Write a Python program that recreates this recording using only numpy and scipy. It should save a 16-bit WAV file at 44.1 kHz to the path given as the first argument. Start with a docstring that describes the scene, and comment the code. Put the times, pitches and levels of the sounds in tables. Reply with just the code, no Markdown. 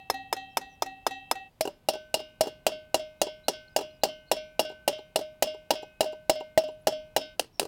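"""Flattening a plug in a pot

An upturned aluminium pot rests on an anvil, close to the microphone; a hammer flattens a plug in its bottom.
Each blow pins the bottom down: a short dull knock, made of one swing, damped sines and a crack of noise.
As the hammer lifts, the pot springs free and its modes, long decaying sines, ring until the next blow.
In three scenes fingers, then pliers, then a thumb steady it. Street rumble (noise) and far birds lie below.
"""
import sys
import numpy as np
from scipy import signal
from scipy.io import wavfile

SR = 44100
rng = np.random.default_rng(int(sys.argv[2]) if len(sys.argv) > 2 else 0)


def transcribe(signal):
    """Save signal, clipped to [-1, 1], as a 16-bit WAV file at the path in sys.argv[1]."""
    frames = np.atleast_2d(signal).T
    limited = np.clip(frames, -1, 1)
    pcm = np.round(limited * 32767).astype(np.int16)
    wavfile.write(sys.argv[1], SR, pcm)


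N = 338247

# Hammer blows, levels before the shares of each source:
# start_s, level_db, lift_s (the head lifts), ring_low_db, ring_high_db
HAMMER_BLOWS = [(0.099, -13.5, 0.14, -38.5, -39.5), (0.326, -13.5, .364, -40.5, -38.5),
                (0.57, -14, .612, -44, -43.5), (0.821, -16.5, 0.86, -41, -44),
                (1.065, -13.5, 1.108, -39, -37.5), (1.312, -13.5, 1.353, -43.5, -42.5),
                (1.608, -20, 1.693, -57, -55.5), (1.886, -14, 1.934, -39, -39),
                (2.141, -15, 2.191, -39.5, -39.5), (2.408, -14.5, 2.476, -45, -44),
                (2.665, -11, 2.717, -40.5, -40), (2.943, -11.5, 2.993, -36.5, -41),
                (3.215, -13, 3.267, -44, -40.5), (3.482, -12, 3.532, -45.5, -38.5),
                (3.762, -13, 3.817, -41.5, -43), (4.034, -11, 4.085, -40.5, -40.5),
                (4.314, -10, 4.364, -37.5, -38), (4.593, -11, 4.648, -41, -38),
                (4.877, -9.5, 4.925, -40.5, -39), (5.158, -14.5, 5.2104, -37, -43.5),
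                (5.423, -9, 5.47, -40.5, -37.5), (5.705, -9.5, 5.752, -38.5, -37),
                (6.006, -13.5, 6.058, -37, -41.5), (6.295, -10, 6.354, -37, -39.5),
                (6.575, -13, 6.636, -33.5, -43), (6.87, -12.5, 6.922, -35, -39.5),
                (7.163, -10.5, 7.211, -40, -38), (7.394, -14, 7.442, -78, -79.5),
                (7.595, -14.5, 7.642, -76, -76)]
# The pot bottom bounces on the anvil: start_s, level_db
ANVIL_BOUNCES = [(1.652, -24.5), (1.674, -26), (1.935, -37), (1.953, -33), (2.169, -36), (2.2, -36.5),
                 (2.436, -31.5), (2.457, -33.5), (2.469, -26.5), (2.48, -37.5), (2.689, -36), (3.267, -28),
                 (3.787, -24), (3.809, -29), (4.051, -27.5), (4.699, -36), (4.719, -42), (4.989, -37.5),
                 (5.189, -27.5), (5.545, -39.5), (5.735, -32.5), (5.829, -32.5), (6.028, -27),
                 (6.041, -29.5), (6.129, -36), (6.407, -32), (6.686, -35.5), (6.88, -21), (7.42, -43),
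                 (7.443, -45.5), (7.615, -25), (7.627, -24), (7.651, -28)]
# Modes of the free pot under the fingers, then under the pliers: pitch_hz, level_db, t60_s
FREE_FINGER_MODES = [(272, -11, 0.5), (768, 2, 0.5), (786, 1, 0.52), (1896, -2, 0.42), (2646, -5, 0.8),
                     (2713, -21, 1.0), (2953, -25, 0.68), (3164, -17, 0.86), (3295, -22, 0.76),
                     (3402, -16, 0.21), (3513, -21, 0.21), (3588, -17, 0.39), (3832, -9, 0.38),
                     (3899, -20, 0.51), (4179, -11, 0.29), (4631, -20, 0.28), (4806, -30, 0.31),
                     (5227, -28, 0.25), (5923, -20, 0.23), (6444, -23, 0.23), (7296, -23, 0.21),
                     (8043, -32, 0.27)]
FREE_PLIER_MODES = [(272, -18, 0.4), (596, -8, 0.25), (619, 7, 0.4), (637, 4, 0.1), (722, -8, 0.15),
                    (1523, -15, 1.25), (2124, -21, 0.76), (2179, -19, 0.44), (2370, -24, 0.76),
                    (2541, -26, 1.5), (2731, -9, 0.27), (2821, -7, 0.34), (2881, -16, 0.57),
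                    (3077, -6, 0.33), (3130, -25, 0.66), (3355, -6, 0.27), (3719, -12, 0.34),
                    (4040, -22, 0.29), (4192, -21, 0.35), (4574, -14, 0.28), (4755, -18, 0.31),
                    (4934, -13, 0.22), (5136, -11, 0.24), (5175, -16, 0.27), (5250, -10, 0.13),
                    (5336, -20, 0.32), (5450, -12, 0.13), (5533, -23, 0.31), (5858, -21, 0.38),
                    (6456, -30, 0.3)]
# Modes of the pot pinned under the hammer, before detuning and pressure: pitch_hz, level_db, t60_s
PINNED_FINGER_MODES = [(362, -14, 0.058), (570, -27, 0.036), (703, -54.5, .05), (899, -12.5, 0.088),
                       (1255, -5, 0.051), (1984, -21, 0.032), (2320, -11.5, 0.027), (3557, 1.5, 0.026),
                       (4200, -18, 0.082), (5200, -15, 0.023), (5130, -5, 0.072), (7560, -38, 0.08)]
PINNED_PLIER_MODES = [(348, -18.5, .08), (407.4, -14, 0.086), (537.4, -15, 0.098), (591, -19, 0.22),
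                      (726, -35.5, 0.056), (771.7, -5.5, 0.06), (825, -15, 0.093), (956.4, -17, 0.093),
                      (2723, -6, 0.022), (2829, 0, 0.034), (3340, -27.5, 0.041), (4087, -11, 0.055),
                      (4740, -16.5, 0.064), (5680, -15.5, 0.017), (5430, -21.5, 0.023),
                      (5760, -23.5, 0.084), (7496, -13, 0.045)]
# Colour of a contact's crack, the countless small modes of the sheet: pitch_hz, fingers_db, pliers_db
CRACK_COLOUR = [(42.2, -41.5, -37.5), (126, -39.5, -30.5), (312, -12.5, -11), (740, -6, -13.5),
                (1630, -6, -10), (2300, -6.5, -13.5), (2800, -11, -7.5), (3770, -14, -14),
                (4700, -20.5, -6.5), (5500, -8.5, -12), (9500, -16, -13), (13000, -10.5, -19),
                (15500, -27, -16.5)]
# How fast the crack dies, then its longer tail: pitch_hz, t60_s
CRACK_DECAY = [(100, 0.19), (1000, 0.02), (4000, 0.036), (15000, 0.035)]
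TAIL_DECAY = [(100, 0.79), (1000, 0.17), (4000, 0.16), (15000, 0.044)]
# Colour of the background, before its gain: pitch_hz, level_db
FLOOR_COLOUR = [(20, 4.5), (80, -9), (160, -8.5), (350, -19.5), (800, -20.5), (1500, -31.5), (3500, -32.5),
                (6000, -41), (16000, -41)]
# Far traffic swells and sinks under 200 Hz: time_s, level_db
TRAFFIC_SWELL = [(0, 4), (1.5, -0.5), (2.5, 1.5), (3.3, 1.5), (4.5, 1), (5.3, 1.5), (6.5, 0.5), (7.1, 4.5),
                 (7.67, -1)]
# Far bird notes: start_s, length_s, start_hz, end_hz, level_db
BIRD_NOTES = [(0.496, 0.045, 5600, 5300, -64), (0.683, 0.085, 6150, 5650, -65),
              (1.47, 0.13, 4850, 4700, -78), (3.195, 0.022, 3900, 3870, -61), (3.43, 0.05, 3850, 4300, -56),
              (3.675, 0.013, 4200, 4300, -53.5), (3.681, 0.07, 5130, 4900, -66),
              (3.898, 0.025, 4060, 4260, -59), (3.913, 0.078, 5100, 4840, -66),
              (4.014, 0.026, 3950, 4300, -55.5), (4.26, 0.059, 4200, 4400, -58.5),
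              (6.7, 0.059, 10300, 8800, -71), (6.802, 0.042, 9500, 12100, -68),
              (7.52, 0.077, 5528, 5430, -59)]
# The bottom dishes in and springs back; rows are finger blows, plier blows, bounces:
# pitch_hz, crest_s (time to the strongest swing)
BOTTOM_SWINGS = [(800, .0014), (670, .0021), (450, .003)]

FLOOR_GAIN_DB = -35
# The scene changes here (s)
FINGER_SCENE_END_S, PLIER_SCENE_END_S = 1.502, 7.375
# A ring already under way: time of its blow (s), its lift (s), low and high level (dB)
EARLIER_RING = (-0.15, -0.09, -42.5, -42.5)
# Treble of a usual blow, under fingers and pliers (dB); a harder blow gains less treble (dB per dB)
BLOW_TREBLE_DB, USUAL_BLOW_DB, TREBLE_LAG = (-5, -0.87), -14, 0.45
# How hard the head stays pressed: finger blows, plier blows, bounces (1 = light)
PRESSURE = (1.27, 1.139, 1.18)
# Gains of the bottom's swing and of the pinned modes, for the same three kinds (dB)
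SWING_DB, PINNED_DB = (1.55, -0.74, 0.0), (5.6, 2.2, 8.8)
# Click as the pot springs free, against its low ring level, under fingers and pliers (dB)
LIFT_CLICK_DB = (-3, -12.5)
# A bounce is soft, so dull, and takes some of the ring away (dB)
BOUNCE_TREBLE_DB, BOUNCE_LOSS_DB = -11.5, 1
# Once the head has lifted a bounce scuffs: early start (s), swell (s), decay (s), gain (dB)
SCUFF_LEAD_S, SCUFF_RISE_S, SCUFF_T60_S, SCUFF_DB = 0.0069, 0.003, 0.026, 6
# Huskiness of bird notes: gliding ones, and those that hold their pitch (0-1)
HUSKY, HUSKY_HELD = 0.52, 0.15
# A short delay of everything but the birds (s)
DELAY_S = 0.0007
# Level where peaks flatten (full scale = 1); low and high limits of the whole sound (Hz)
OVERLOAD, BASS_CUT_HZ, TREBLE_CUT_HZ = 0.285, 45, 17100


def from_db(db):
    """Gain of a level in dB."""
    return 10 ** (np.asarray(db) / 20)


def at_hz(points, hz, axis=1):
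    """Read a column of a table at a pitch, interpolating on a log pitch axis."""
    points = np.array(points)
    return np.interp(np.log(hz), np.log(points[:, 0]), points[:, axis])


def add(out, start_s, sound):
    """Mix a sound in at a time."""
    i = round(start_s * SR)
    out[i:i + len(sound)] += sound[:N - i]


def bands():
    """Third-octave bands of white noise, neighbours unrelated, as (centre Hz, noise)."""
    edges = 20 * 2 ** np.arange(0, 9.9, 1 / 3)
    white = rng.standard_normal((2, N))
    for k, (low, high) in enumerate(zip(edges, edges[1:])):
        band = signal.butter(2, [low, high], "band", fs=SR, output="sos")
        yield np.sqrt(low * high), signal.sosfilt(band, white[k % 2])


def dying(clicks, t60, rise_s):
    """Envelope that swells after each click, then falls 60 dB in each t60."""
    fall = from_db(-60 / (t60 * SR))
    rise = np.exp(-1 / (rise_s * SR))
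    return signal.lfilter([1 - rise], np.convolve([1, -fall], [1, -rise]), clicks + 1e-18)


def modes(table, t, tilt_db, scatter_db):
    """Gains and angular speeds of decaying modes: tilted above 1 kHz, strengths scattered anew each strike."""
    hz, level_db, t60 = np.transpose(table)[:, :, None]
    chance_db = scatter_db * rng.standard_normal((len(table), 1))
    gain = from_db(level_db + tilt_db * (hz > 1000) + chance_db - 60 * t / t60)
    return gain, 2 * np.pi * hz


def touches():
    """Blows and bounces as (start_s, level_db, treble_db, kind: 0 fingers, 1 pliers or thumb, 2 bounce)."""
    rows = []
    for start_s, level_db, *_ in HAMMER_BLOWS:
        kind = int(start_s > FINGER_SCENE_END_S)
        treble_db = BLOW_TREBLE_DB[kind] - TREBLE_LAG * (level_db - USUAL_BLOW_DB)
        rows.append((start_s, level_db, treble_db, kind))
    return rows + [(start_s, level_db, BOUNCE_TREBLE_DB, 2) for start_s, level_db in ANVIL_BOUNCES]


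def is_free(s):
    """True once the hammer has been off the pot for 10 ms."""
    blow_s, _, lift_s = np.transpose(HAMMER_BLOWS)[:3]
    return s > lift_s[np.searchsorted(blow_s, s, side="right") - 1] + 0.01


def street():
    """Steady background noise, coloured band by band; far traffic swells and sinks in its lows."""
    out = np.zeros(N)
    swell = from_db(np.interp(np.arange(N) / SR, *np.transpose(TRAFFIC_SWELL)))
    for hz, noise in bands():
        level = from_db(FLOOR_GAIN_DB + at_hz(FLOOR_COLOUR, hz))
        out += noise * level * (swell if hz < 200 else 1)
    return out


def birds():
    """Whistles whose pitch glides or holds, made husky by a random flutter as if blurred by distance."""
    out = np.zeros(N)
    flutter = signal.lfilter([1], [1, -1.95, 0.950625], rng.standard_normal(N))
    flutter /= flutter.std()
    for start_s, length_s, start_hz, end_hz, level_db in BIRD_NOTES:
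        n = round(length_s * SR)
        phase = 2 * np.pi * np.cumsum(np.geomspace(start_hz, end_hz, n)) / SR
        held = abs(np.log(end_hz / start_hz)) < 1 / 100
        husky = HUSKY_HELD if held else HUSKY
        voice = 1 - husky + husky * flutter[round(start_s * SR):][:n]
        add(out, start_s, from_db(level_db) * np.sqrt(np.hanning(n)) * voice * np.sin(phase))
    return out


def cracks():
    """Every contact throws out noise that dies band by band; bounces of the free pot scuff instead."""
    out = np.zeros(N)
    lift_clicks = [(lift_s, low_db + LIFT_CLICK_DB[int(start_s > FINGER_SCENE_END_S)], 0)
                   for start_s, _, lift_s, low_db, _ in HAMMER_BLOWS]
    contacts = np.array([touch[:3] for touch in touches()] + lift_clicks)
    start_s, level_db, treble_db = contacts.T
    soft = is_free(start_s)
    at = np.round((start_s - SCUFF_LEAD_S * soft) * SR).astype(int)
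    fingers = start_s < FINGER_SCENE_END_S
    thumb = start_s > PLIER_SCENE_END_S
    tail_db = np.where(fingers | thumb, -26, -21)   # fingers and thumb soak up more

    scuffs = np.zeros(N)
    scuffs[at[soft]] = from_db(level_db[soft] + SCUFF_DB)
    scuffs = dying(scuffs, SCUFF_T60_S, SCUFF_RISE_S)
    # a random flutter of level makes the treble of the cracks grainy
    grain = signal.lfilter([1], [1, -1.8, 0.81], rng.standard_normal(N))
    grain = from_db(2.5 * grain / grain.std())

    for hz, noise in bands():
        pliers_db = at_hz(CRACK_COLOUR, hz, axis=2)
        colour_db = np.where(fingers, at_hz(CRACK_COLOUR, hz, axis=1), pliers_db)
        colour_db += 1.8 * rng.standard_normal(len(at))   # each contact has its own tint
        clicks, tails = np.zeros((2, N))
        clicks[at] = from_db(level_db + treble_db * (hz > 1500) + colour_db + 9.5)
        tails[at] = clicks[at] * from_db(tail_db)
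        clicks[at[soft]] = 0   # the scuff stands in for the click
        rise_s = 0.00041 + 0.15 / hz   # lows build more slowly
        crack = dying(clicks, at_hz(CRACK_DECAY, hz), rise_s)
        crack += dying(tails, at_hz(TAIL_DECAY, hz), 0.017)
        crack += scuffs * from_db(pliers_db + BOUNCE_TREBLE_DB * (hz > 1500))
        out += noise * crack * (grain if hz > 2000 else 1)
    return out


def rings():
    """Free modes keep the phase of their blow, hum faintly when pinned, open at the lift, stop at the next blow."""
    out = np.zeros(N)
    scene_ends = (FINGER_SCENE_END_S, PLIER_SCENE_END_S)
    stops = np.sort([blow[0] for blow in HAMMER_BLOWS] + list(scene_ends) + [N / SR])
    rows = [EARLIER_RING] + [(blow_s, lift_s, *ring) for blow_s, _, lift_s, *ring in HAMMER_BLOWS]
    for blow_s, lift_s, low_db, high_db in rows:
        start_s = max(blow_s, 0)
        stop_s = stops[stops > lift_s][0]
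        now = start_s + np.arange(round((stop_s - start_s) * SR)) / SR
        fingers = lift_s < FINGER_SCENE_END_S
        table = FREE_FINGER_MODES if fingers else FREE_PLIER_MODES
        gain, w = modes(table, now - lift_s, high_db - low_db, scatter_db=2.5)
        if fingers:
            pinned, rise_s = from_db(-12.5), 0.0015
        else:   # high modes are held less
            pinned, rise_s = from_db(np.where(w > 2 * np.pi * 2600, -9, -16)), 0.0025
        opening = pinned + (1 - pinned) * (1 - np.exp(-np.maximum(now - lift_s, 0) / rise_s))
        fade_s = 0.04 if stop_s in scene_ends else 0.001   # the ring fades out at a scene change
        closing = np.clip((stop_s - now) / fade_s, 0, 1)
        lost_db = sum(BOUNCE_LOSS_DB * np.clip((now - s) / 0.0062, 0, 1)
                      for s, _ in ANVIL_BOUNCES if lift_s < s < stop_s)
        ring = np.sum(opening * gain * np.sin(w * (now - blow_s)), axis=0)
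        add(out, start_s, from_db(low_db - lost_db) * closing * ring)
    return out


def knocks():
    """Blows and bounces: one short swing of the whole bottom, then the pinned modes, damped by pressure."""
    out = np.zeros(N)
    t = np.arange(SR // 10) / SR
    for start_s, level_db, treble_db, kind in touches():
        # contacts under the thumb and the first blow under the pliers die faster
        thumb = start_s > PLIER_SCENE_END_S
        first_pliers = kind == 1 and start_s < FINGER_SCENE_END_S + 0.3
        damping = PRESSURE[kind] + 0.3 * (thumb or first_pliers)
        hz, crest_s = BOTTOM_SWINGS[kind]
        swing = (t / crest_s * np.exp(1 - t / crest_s)) ** 3 * np.sin(2 * np.pi * hz * t)
        table = PINNED_PLIER_MODES if kind else PINNED_FINGER_MODES
        gain, w = modes(table, t * damping ** 3, treble_db + 1.0, scatter_db=3.0)
        # no two contacts pin the same spot
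        detune = 1 + rng.standard_normal((len(table), 1)) / 150
        swell = 1 - np.exp(-t / 0.0033)
        pinned = swell * np.sum(gain * np.sin(w * detune * t), axis=0)
        knock = from_db(SWING_DB[kind]) * swing + from_db(PINNED_DB[kind]) * pinned
        add(out, start_s, from_db(level_db) * knock)
    return out


def scene():
    """All sources at one microphone: street and pot slightly delayed, birds mixed in."""
    street_and_pot = street() + cracks() + rings() + knocks()
    return (np.roll(street_and_pot, round(DELAY_S * SR)) + birds())[None]


def record(dry):
    """The blows overload and flatten at the top; deep bass and the highest treble are filtered off."""
    flat = dry / (1 + (dry / OVERLOAD) ** 8) ** (1 / 8)
    bass_cut = signal.butter(2, BASS_CUT_HZ, "high", fs=SR, output="sos")
    treble_cut = signal.cheby2(16, 60, TREBLE_CUT_HZ, fs=SR, output="sos")
    return signal.sosfilt(treble_cut, signal.sosfilt(bass_cut, flat))


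dry = scene()
out = record(dry)
transcribe(out)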